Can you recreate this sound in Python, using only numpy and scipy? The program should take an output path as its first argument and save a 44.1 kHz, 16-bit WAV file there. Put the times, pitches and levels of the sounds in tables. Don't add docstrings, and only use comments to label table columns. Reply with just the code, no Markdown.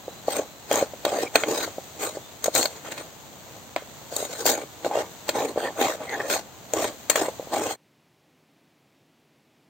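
import sys
import numpy as np
from scipy import signal
from scipy.fft import rfft, irfft
from scipy.io import wavfile
from scipy.ndimage import map_coordinates

SR = 44100
rng = np.random.default_rng(int(sys.argv[2]) if len(sys.argv) > 2 else 0)


def file_out(sig):
    cols = np.atleast_2d(sig).T
    lim = np.clip(cols, -1, 1)
    pcm = np.round(lim * 32767).astype(np.int16)
    wavfile.write(sys.argv[1], SR, pcm)


N = 427329
TIME = np.arange(N) / SR

# f/Hz, relative density/dB
AIR_SPECTRUM = [(18, -61), (30, -31), (59, -21), (153, 1.5), (184, -6), (259, -1), (486, -10), (702, -10.5),
                (1390, -18), (2410, -16.5), (7870, -28), (8740, -31), (9460, -31.5), (11100, -31),
                (16000, -32)]
# f/Hz, left-right likeness
AIR_LIKENESS = [(60, 1.0), (240, 1.0), (950, 1.0), (3770, 1.0), (15000, 0.98)]
# f/Hz, relative density/dB
SIZZLE_SPECTRUM = [(20, -21), (45, -7), (70, 0.5), (105, 3), (200, 0.5), (400, -3.5), (700, -1),
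                   (1200, -7.5), (2400, -12), (4100, -10), (5300, -18), (6600, -8), (8400, -15),
                   (12500, -17.5), (15500, -14)]
# f/Hz, left-right likeness
SIZZLE_LIKENESS = [(60, .15), (150, 0.55), (600, 0.82), (1500, 0.2), (4000, 0.16), (14000, 0.18)]
# t/s, gain/dB
FIZZ_GAIN = [(0, 0), (1.3, .8), (1.85, 2.5), (2.3, 0.4), (3.6, -0.1), (5.1, 1), (6.45, -2), (7.0, 2),
             (7.4, 1)]
# t/s, length/s, first f/Hz, last f/Hz, level/dB
THIN_WHISTLES = [(0, 0.26, 3950, 4050, -57.5), (.3, 0.36, 4000, 4060, -61), (2.2, 0.13, 3500, 3610, -54.5)]
# f/Hz, width/Hz, level/dB
BODY_MODES = [(104, 60, -20), (265, 63, -8.5), (322, 87, -4), (461, 150, -0.5), (606, 260, -1),
              (810, 110, -2.5), (1060, 390, -11.5)]
# f/Hz, width/Hz, level/dB
WALL_MODES = [(1070, 1170, 1), (1510, 200, 3), (1810, 270, 0), (2160, 520, 0), (2504, 150, -1),
              (2783, 27, -0.5), (3255, 370, -0.5)]
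# f/Hz, width/Hz, level/dB
STEEL_MODES = [(3830, 480, 0.5), (4336, 440, 1.5), (4900, 1600, -5.5), (5680, 240, -4), (6470, 510, 4),
               (6860, 160, 6.5), (7490, 330, 3.5), (8280, 570, 2), (9100, 170, 2), (11270, 5600, -7.5),
               (14900, 790, -9), (14120, 500, -7), (15200, 1000, -8.5)]
# t/s, length/s, first f/Hz, last f/Hz, level/dB
EDGE_SQUEAKS = [(1.255, 0.031, 2370, 2250, -38.5), (2.548, 0.025, 4110, 3870, -30),
                (2.6, 0.042, 4350, 4350, -32), (5.64, 0.058, 1830, 1800, -35),
                (6.06, 0.12, 2110, 1830, -38.5), (6.122, 0.045, 1870, 1680, -32),
                (6.14, 0.17, 1800, 1750, -46.5), (6.198, 0.017, 1780, 1750, -27.5)]
# t/s, length/s, force/dB, swell over the stroke/dB, wall against force/dB,
# steel against force/dB, brightening as the food is pushed aside/dB
SPOON_STROKES = [(0.307, 0.094, -29, 0.5, -6.5, -5, -7), (0.691, .015, -44, 8, -2, 0, 0),
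                 (0.724, 0.1, -25, -4.5, -5, -5, -3), (1.053, 0.18, -26, 3, -9.5, -10, 2),
                 (1.354, 0.081, -31.5, -14.5, -2.5, -0.5, 0), (1.486, 0.16, -28, -9, -6, -2.5, 13),
                 (1.666, 0.011, -42, 4, 1, -16, 0), (2.019, 0.069, -29.5, -6, -5.5, -2.5, 0),
                 (2.148, 0.013, -41, -3, -6, -1, 1), (2.429, 0.035, -46, 8, 3, 8.5, 1),
                 (2.55, 0.097, -28, -7, -6, 3, -0.5), (2.684, 0.088, -45, -0.5, -5, -2, 3.5),
                 (2.859, 0.028, -37, -1, -3, -6, 0), (2.915, 0.014, -38, 1, -1, -0.5, -2),
                 (2.976, 0.033, -40, -2, 0, -1.5, -2), (4.132, 0.12, -37.5, 3.5, -5, 3.5, 0.5),
                 (4.308, 0.054, -38, -10, -3.5, 3, 10), (4.401, 0.02, -32.5, -0.5, -8, -1.5, -4),
                 (4.464, 0.057, -26, 0.5, -2.5, 5.5, -4), (4.525, 0.095, -31.5, -8, -7, -10, 5),
                 (4.862, 0.027, -32, -8.5, -9.5, -8, -2), (4.918, 0.088, -24, 1, -13, -17, 9.5),
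                 (5.286, 0.018, -38.5, -8, 2.5, 3, 1), (5.363, 0.088, -23.5, -1, -10.5, -11, -4),
                 (5.489, 0.011, -33.5, 0, -11, -7, -6), (5.585, 0.087, -29, 7, -6.5, -10, -4.5),
                 (5.807, .105, -23.5, -7, -5, -6.5, 0.5), (5.926, 0.021, -33, -3, -5.5, -6, -3.5),
                 (6.015, 0.039, -33, -4, -10, -13, 7), (6.103, 0.26, -31, 5, -10.5, -12, -6),
                 (6.307, 0.039, -25.5, 2.5, -0.5, 1.5, -4), (6.766, .11, -26, -4, -7.5, -7, 3.5),
                 (7.11, 0.037, -36.5, -6.5, 2, 4, -4), (7.16, .097, -25.5, 1.5, -6, -5.5, -5),
                 (7.535, 0.22, -28, -8.5, -8.5, -7, 8)]
# t/s, level/dB
FOOD_KNOCKS = [(0.0803, -28.5), (0.2822, -16.5), (0.3953, -21.5), (0.8254, -15), (0.9353, -33),
               (1.0655, -20.5), (1.1282, -23.5), (1.5209, -25.5), (1.6762, -32), (1.7824, -27),
               (2.0739, -36), (2.1706, -28), (2.4811, -16.5), (3.5625, -44), (3.8215, -39), (4.1243, -31.5),
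               (4.2262, -25.5), (4.6355, -34), (4.8634, -20.7), (4.9726, -22.5), (5.3559, -28), (5.56, -26),
               (5.5752, -18.5), (5.79, -27.2), (6.7673, -26), (7.2168, -22), (7.2836, -22.5), (7.3963, -27),
               (7.427, -38), (7.4715, -36.5)]
# t/s, body/dB, wall/dB, steel/dB, chatter time/s, favoured ring f/Hz
CLAY_CLINKS = [(0.366, -29, -36, -28.5, 0.00088, 6420), (0.7126, -15.5, -25.5, -28, 0.0011, 6400),
               (0.729, -28.5, -43.5, -23.5, 0.00054, 8200), (0.7569, -22.5, -41.5, -23.5, 0.0006, 8120),
               (1.0498, -20.5, -25.5, -23, 0.002, 3970), (1.3552, -12.5, -13.5, -15.5, .0018, 4290),
               (1.4356, -22.5, -22, -33, 0.00084, 2300), (2.4413, -31, -32.5, -20, 0.0017, 6390),
               (2.4577, -25, -31, -26, 0.0027, 6670), (2.5505, -22, -35, -18.5, 0.00097, 6870),
               (2.5605, -30, -24, -23, 0.0015, 6850), (2.5775, -36, -35.5, -22, 0.0012, 7540),
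               (2.611, -29, -36.5, -28.5, 0.00073, 4400), (2.6277, -30.5, -29, -24, .0011, 4260),
               (2.655, -27, -27.5, -21, 0.0015, 4330), (2.9201, -37, -35.5, -39, 0.0019, 2560),
               (2.977, -53, -37, -38, 0.0029, 2400), (3.762, -21.5, -25, -33.5, 0.00058, 1250),
               (4.164, -30, -57, -21, 0.00086, 6960), (4.4558, -20, -41.5, -24, .0003, 6430),
               (4.4988, -28, -37, -23.5, 0.0013, 6830), (4.8463, -22.5, -33, -39, 0.001, 3850),
               (5.29, -21.5, -23.5, -22, 0.0024, 4290), (6.0933, -39, -37.5, -39, 0.00087, 1920),
               (6.202, -32, -61, -54, .0018, 1810), (6.7355, -19, -32, -22.5, 0.00038, 6700),
               (6.842, -25, -28.5, -30.5, 0.0012, 6200), (7.0975, -22, -21, -12.5, 0.0023, 7490),
               (7.1562, -21, -20, -22, 0.0023, 7430)]
# favoured ring f/Hz, brightness/dB
EDGE_BRIGHTENING = [(2500, -9.5), (4200, -4.5), (6400, 5.5), (8000, 9)]
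# f/Hz, weight of the brightness
EDGE_WEIGHT = [(4300, 0), (6500, .75), (8800, 1.2), (12000, 1.4), (16000, 0.81)]
# f/Hz, left minus right at full share/dB
LEFT_LEAN = [(800, 0.5), (1800, 0.5), (3200, -0.5), (5000, 5), (6500, 4.5), (8300, 3.5), (10000, 16),
             (12000, 6.5), (15000, 15)]
# f/Hz, gain/dB
TREBLE_DIP = [(8450, -1), (8700, -12), (9500, -8.5), (10400, -12.5), (11400, -27), (11650, -2.5)]


def amp(db):
    return 10 ** (np.asarray(db) / 20)


def unit_rms(x):
    return x / np.sqrt(np.mean(x ** 2) + 1e-20)


def curve_at(points, hz):
    f, value = np.transpose(points)
    return np.interp(np.log(hz + 1), np.log(f + 1), value)


def equalise(x, gain):
    return irfft(rfft(x) * gain(np.fft.rfftfreq(x.shape[-1], 1 / SR)), x.shape[-1])


def wander(hz):
    knots = rng.standard_normal(N // 20)
    return unit_rms(np.interp(TIME * hz, np.arange(len(knots)), knots))


def stereo(a, b, likeness):
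    return np.array([a, likeness * a + np.sqrt(1 - likeness ** 2) * b])


def grit(per_s, spread_db):
    size = amp(spread_db * np.minimum(rng.exponential(1, N), 4))
    return unit_rms(size * rng.choice([-1, 1], N) * (rng.random(N) < per_s / SR))


def bed(a, b, spectrum, likeness):
    hz = np.fft.rfftfreq(N, 1 / SR)
    sides = stereo(rfft(a), rfft(b), curve_at(likeness, hz))
    return unit_rms(irfft(sides * amp(curve_at(spectrum, hz)), N))


def air(level_db=-63):
    return amp(level_db) * bed(*rng.standard_normal((2, N)), AIR_SPECTRUM, AIR_LIKENESS)


def sizzle(level_db=-42.5):
    bubbles = [grit(per_s=9000, spread_db=3.5) for side in range(2)]
    frying = amp(level_db + 0.52 * wander(hz=9)) * bed(*bubbles, SIZZLE_SPECTRUM, SIZZLE_LIKENESS)
    fizz = equalise(frying, lambda hz: 1 / (1 + (2000 / (hz + 1)) ** 2))
    fizz_db = np.interp(TIME, *np.transpose(FIZZ_GAIN))
    return frying + fizz * (amp(fizz_db) - 1)


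def moving_resonance(x, hz, width_hz):
    turn = np.exp(2j * np.pi * np.cumsum(hz) / SR)
    pole = np.exp(-np.pi * width_hz / SR)
    return (turn * signal.lfilter([(1 - pole) ** 2], [1, -2 * pole, pole ** 2], x / turn)).real


def glides(rows, width_hz, likeness):
    out = np.zeros((2, N))
    for start, length, first_hz, last_hz, db in rows:
        count = int(length * SR)
        noise = stereo(*rng.standard_normal((2, N))[:, :count], likeness)
        tone = moving_resonance(noise, np.linspace(first_hz, last_hz, count), width_hz)
        part = out[:, round(start * SR):][:, :count]
        part += amp(db) * unit_rms(tone * signal.windows.tukey(count, .7))
    return out


def ring(modes, narrowest_hz=70, size=4096):
    hz = np.abs(np.fft.fftfreq(2 * size, 1 / SR)) + 1
    power = sum(amp(db) ** 2 / (1 + ((hz / f - f / hz) * f / max(width, narrowest_hz)) ** 2) ** 2
                for f, width, db in modes)
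    log_gain = .5 * np.log(power + 1e-9)
    minimum_phase = np.exp(np.conj(signal.hilbert(log_gain)))
    return np.fft.ifft(minimum_phase).real[None, :size]


def excite(force, response):
    return signal.fftconvolve(force, response, axes=1)[:, :force.shape[1]]


def pressure(dig_db_per_s=521, land_db_per_s=1100.5, lift_db_per_s=381, drag_db_per_s=127.5):
    power = np.zeros((3, N))
    for start, length, force_db, swell_db, wall_db, steel_db, baring_db in SPOON_STROKES:
        near = slice(max(round((start - .3) * SR), 0), round((start + length + .3) * SR))
        t = TIME[near] - start
        early, late = np.maximum(-t, 0), np.maximum(t - length, 0)
        along = np.clip(t / length, 0, 1) - .5
        arch_db = .5 - (2 * along) ** 2
        held_db = force_db + swell_db * along + arch_db
        bared_db = held_db + baring_db * along
        landed = min(abs(start - clink[0]) for clink in CLAY_CLINKS) < .015
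        contact = amp(-(land_db_per_s if landed else dig_db_per_s) * early - lift_db_per_s * late)
        drag = amp(-24.5 - drag_db_per_s * (early + late) - (land_db_per_s * early if landed else 0))
        power[:, near] += ((contact + drag) * amp([held_db, bared_db + wall_db, bared_db + steel_db])) ** 2
    return 10 * np.log10(power + 1e-12)


def squelch(low_hz=700, high_hz=3970, decay_cycles=2.5, against_wall_db=-8):
    t, pops = np.arange(600) / SR, np.zeros((2, N))
    for hz in np.geomspace(low_hz, high_hz, 12):
        pop = np.sin(2 * np.pi * hz * t) * np.exp(-hz * t / decay_cycles)
        side_gain = amp(rng.normal(0, 2, (2, 1)))
        pops += side_gain * signal.oaconvolve(grit(per_s=9, spread_db=1.5), pop)[:N]
    wall_db = pressure()[1]
    return unit_rms(pops) * amp(against_wall_db + wall_db)


def add_blow(mix, start, db, sound):
    power = np.sum(sound ** 2) / 2 / (SR / 100)
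    part = mix[:, round(start * SR):][:, :sound.shape[1]]
    part += amp(db) * sound[:, :part.shape[1]] / np.sqrt(power + 1e-20)


def thud(hz, body, decay_s=0.0011, ring_db=-8, cushion_hz=1300):
    t = np.arange(4096) / SR
    push = unit_rms(t * np.exp(-t / decay_s) * np.sin(2 * np.pi * hz * t))
    tremor = rng.standard_normal(len(t)) * np.exp(-t / 0.0075) * (1 - np.exp(-t / 0.0018))
    blow = push + amp(ring_db) * unit_rms(excite(np.array([tremor, tremor]), body))
    return signal.sosfilt(signal.butter(2, cushion_hz, fs=SR, output="sos"), blow)


def knocks(body, pitch_hz=546.7, scatter=0.035):
    out = np.zeros((2, N))
    for start, db in FOOD_KNOCKS:
        add_blow(out, start, db, thud(pitch_hz * (1 + scatter * rng.standard_normal()), body))
    return out


def struck(modes, ring_hz, scatter_db=1.9, favour_db=5):
    hz, width, db = np.transpose(modes)
    favour = np.exp(-((hz - ring_hz) / 260) ** 2)
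    return ring(zip(hz, width, db + favour_db * favour + scatter_db * rng.standard_normal(len(hz))))


def clinks(body):
    out, t = np.zeros((2, N)), np.arange(4096) / SR
    for start, body_db, wall_db, steel_db, chatter_s, ring_hz in CLAY_CLINKS:
        chatter = t / chatter_s * np.exp(-t / chatter_s) + 0.046 * np.exp(-t / 0.032)
        contact = rng.standard_normal((2, len(t))) * chatter
        bright_db = curve_at(EDGE_BRIGHTENING, ring_hz)
        steel = excite(stereo(*contact, likeness=0.2), struck(STEEL_MODES, ring_hz))
        steel = equalise(steel, lambda hz: amp(bright_db * curve_at(EDGE_WEIGHT, hz)))
        steel *= amp(.35 * bright_db * np.array([[.5], [-.5]]))
        add_blow(out, start, steel_db, steel)
        add_blow(out, start, body_db, thud(607, body, decay_s=0.0012, ring_db=-3))
        wall = excite(stereo(*contact, likeness=0.57), struck(WALL_MODES, ring_hz))
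        add_blow(out, start, wall_db, wall)
    return out


def roam(x, depth_db, width_hz, hold_s):
    frames = dict(fs=SR, nperseg=512, noverlap=384)
    hz, t, spectra = signal.stft(x, **frames)
    place = np.meshgrid(hz / width_hz, t / hold_s, indexing="ij")
    favour = unit_rms(map_coordinates(rng.standard_normal((256, 512)), place, order=1, mode="wrap"))
    gain = amp(depth_db * np.clip(favour, -2, 1.6))
    power = np.mean(abs(spectra) ** 2, axis=(0, 2))[:, None]
    gain /= np.sqrt(np.sum(power * gain ** 2, axis=0) / np.sum(power))
    return unit_rms(signal.istft(spectra * gain, **frames)[1][:, :N])


def scrape(body, wall, steel):
    body_db, wall_db, steel_db = pressure()
    slip = wander(hz=171.1)
    coarse = grit(per_s=700, spread_db=2.5)
    fine_left, fine_right = [grit(per_s=5000, spread_db=2.5) for side in range(2)]
    body_force = stereo(coarse, fine_right, likeness=0.95) * amp(1.5 * slip)
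    wall_force = stereo(unit_rms(fine_left + coarse), fine_right, likeness=0.24) * amp(2.0 * slip)
    steel_force = stereo(unit_rms(fine_left + .4 * coarse), fine_right, likeness=0.027) * amp(2.2 * slip)
    hollow, rasp, hiss = excite(body_force, body), excite(wall_force, wall), excite(steel_force, steel)
    rasp = equalise(rasp, lambda hz: amp(-3.5 * np.log2(np.clip(hz, 900, 4000) / 1800)))
    hollow = roam(hollow, depth_db=4, width_hz=150, hold_s=.03) * amp(body_db)
    rasp = roam(rasp, depth_db=4.6, width_hz=230, hold_s=.04) * amp(wall_db)
    hiss = roam(hiss, depth_db=4.2, width_hz=280, hold_s=.05) * amp(steel_db)
    top = equalise(hiss, lambda hz: 1 / (1 + (9500 / (hz + 1)) ** 12))
    top_db = 0.2 * np.clip(steel_db + 28.5, -12, 12)
    return hollow + rasp + hiss + top * (amp(top_db) - 1)


def lean_left(x, share):
    return equalise(x, lambda hz: amp(np.outer([.5, -.5], share * curve_at(LEFT_LEAN, hz))))


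def scene(stop_s=7.742, crossfade_s=0.046):
    body, wall, steel = ring(BODY_MODES), ring(WALL_MODES), ring(STEEL_MODES)
    spoon = scrape(body, wall, steel) + squelch() + knocks(body) + clinks(body)
    spoon += glides(EDGE_SQUEAKS, width_hz=200, likeness=0.95)
    background = lean_left(sizzle(), share=0.36) + glides(THIN_WHISTLES, width_hz=100, likeness=0.3)
    cooking = background + lean_left(spoon, share=0.69)
    cooking = equalise(cooking, lambda hz: amp(curve_at(TREBLE_DIP, hz)))
    stopped = np.clip((TIME - stop_s) / crossfade_s + .5, 0, 1)
    return cooking * (1 - stopped) + air() * stopped


def record(dry):
    dry = signal.sosfilt(signal.butter(1, 60, "highpass", fs=SR, output="sos"), dry)
    low_pass = signal.firwin(511, 15900, window=("kaiser", 9), fs=SR)
    return signal.oaconvolve(np.clip(dry, -1, 1), low_pass[None], "same")


dry = scene()
out = record(dry)
file_out(out)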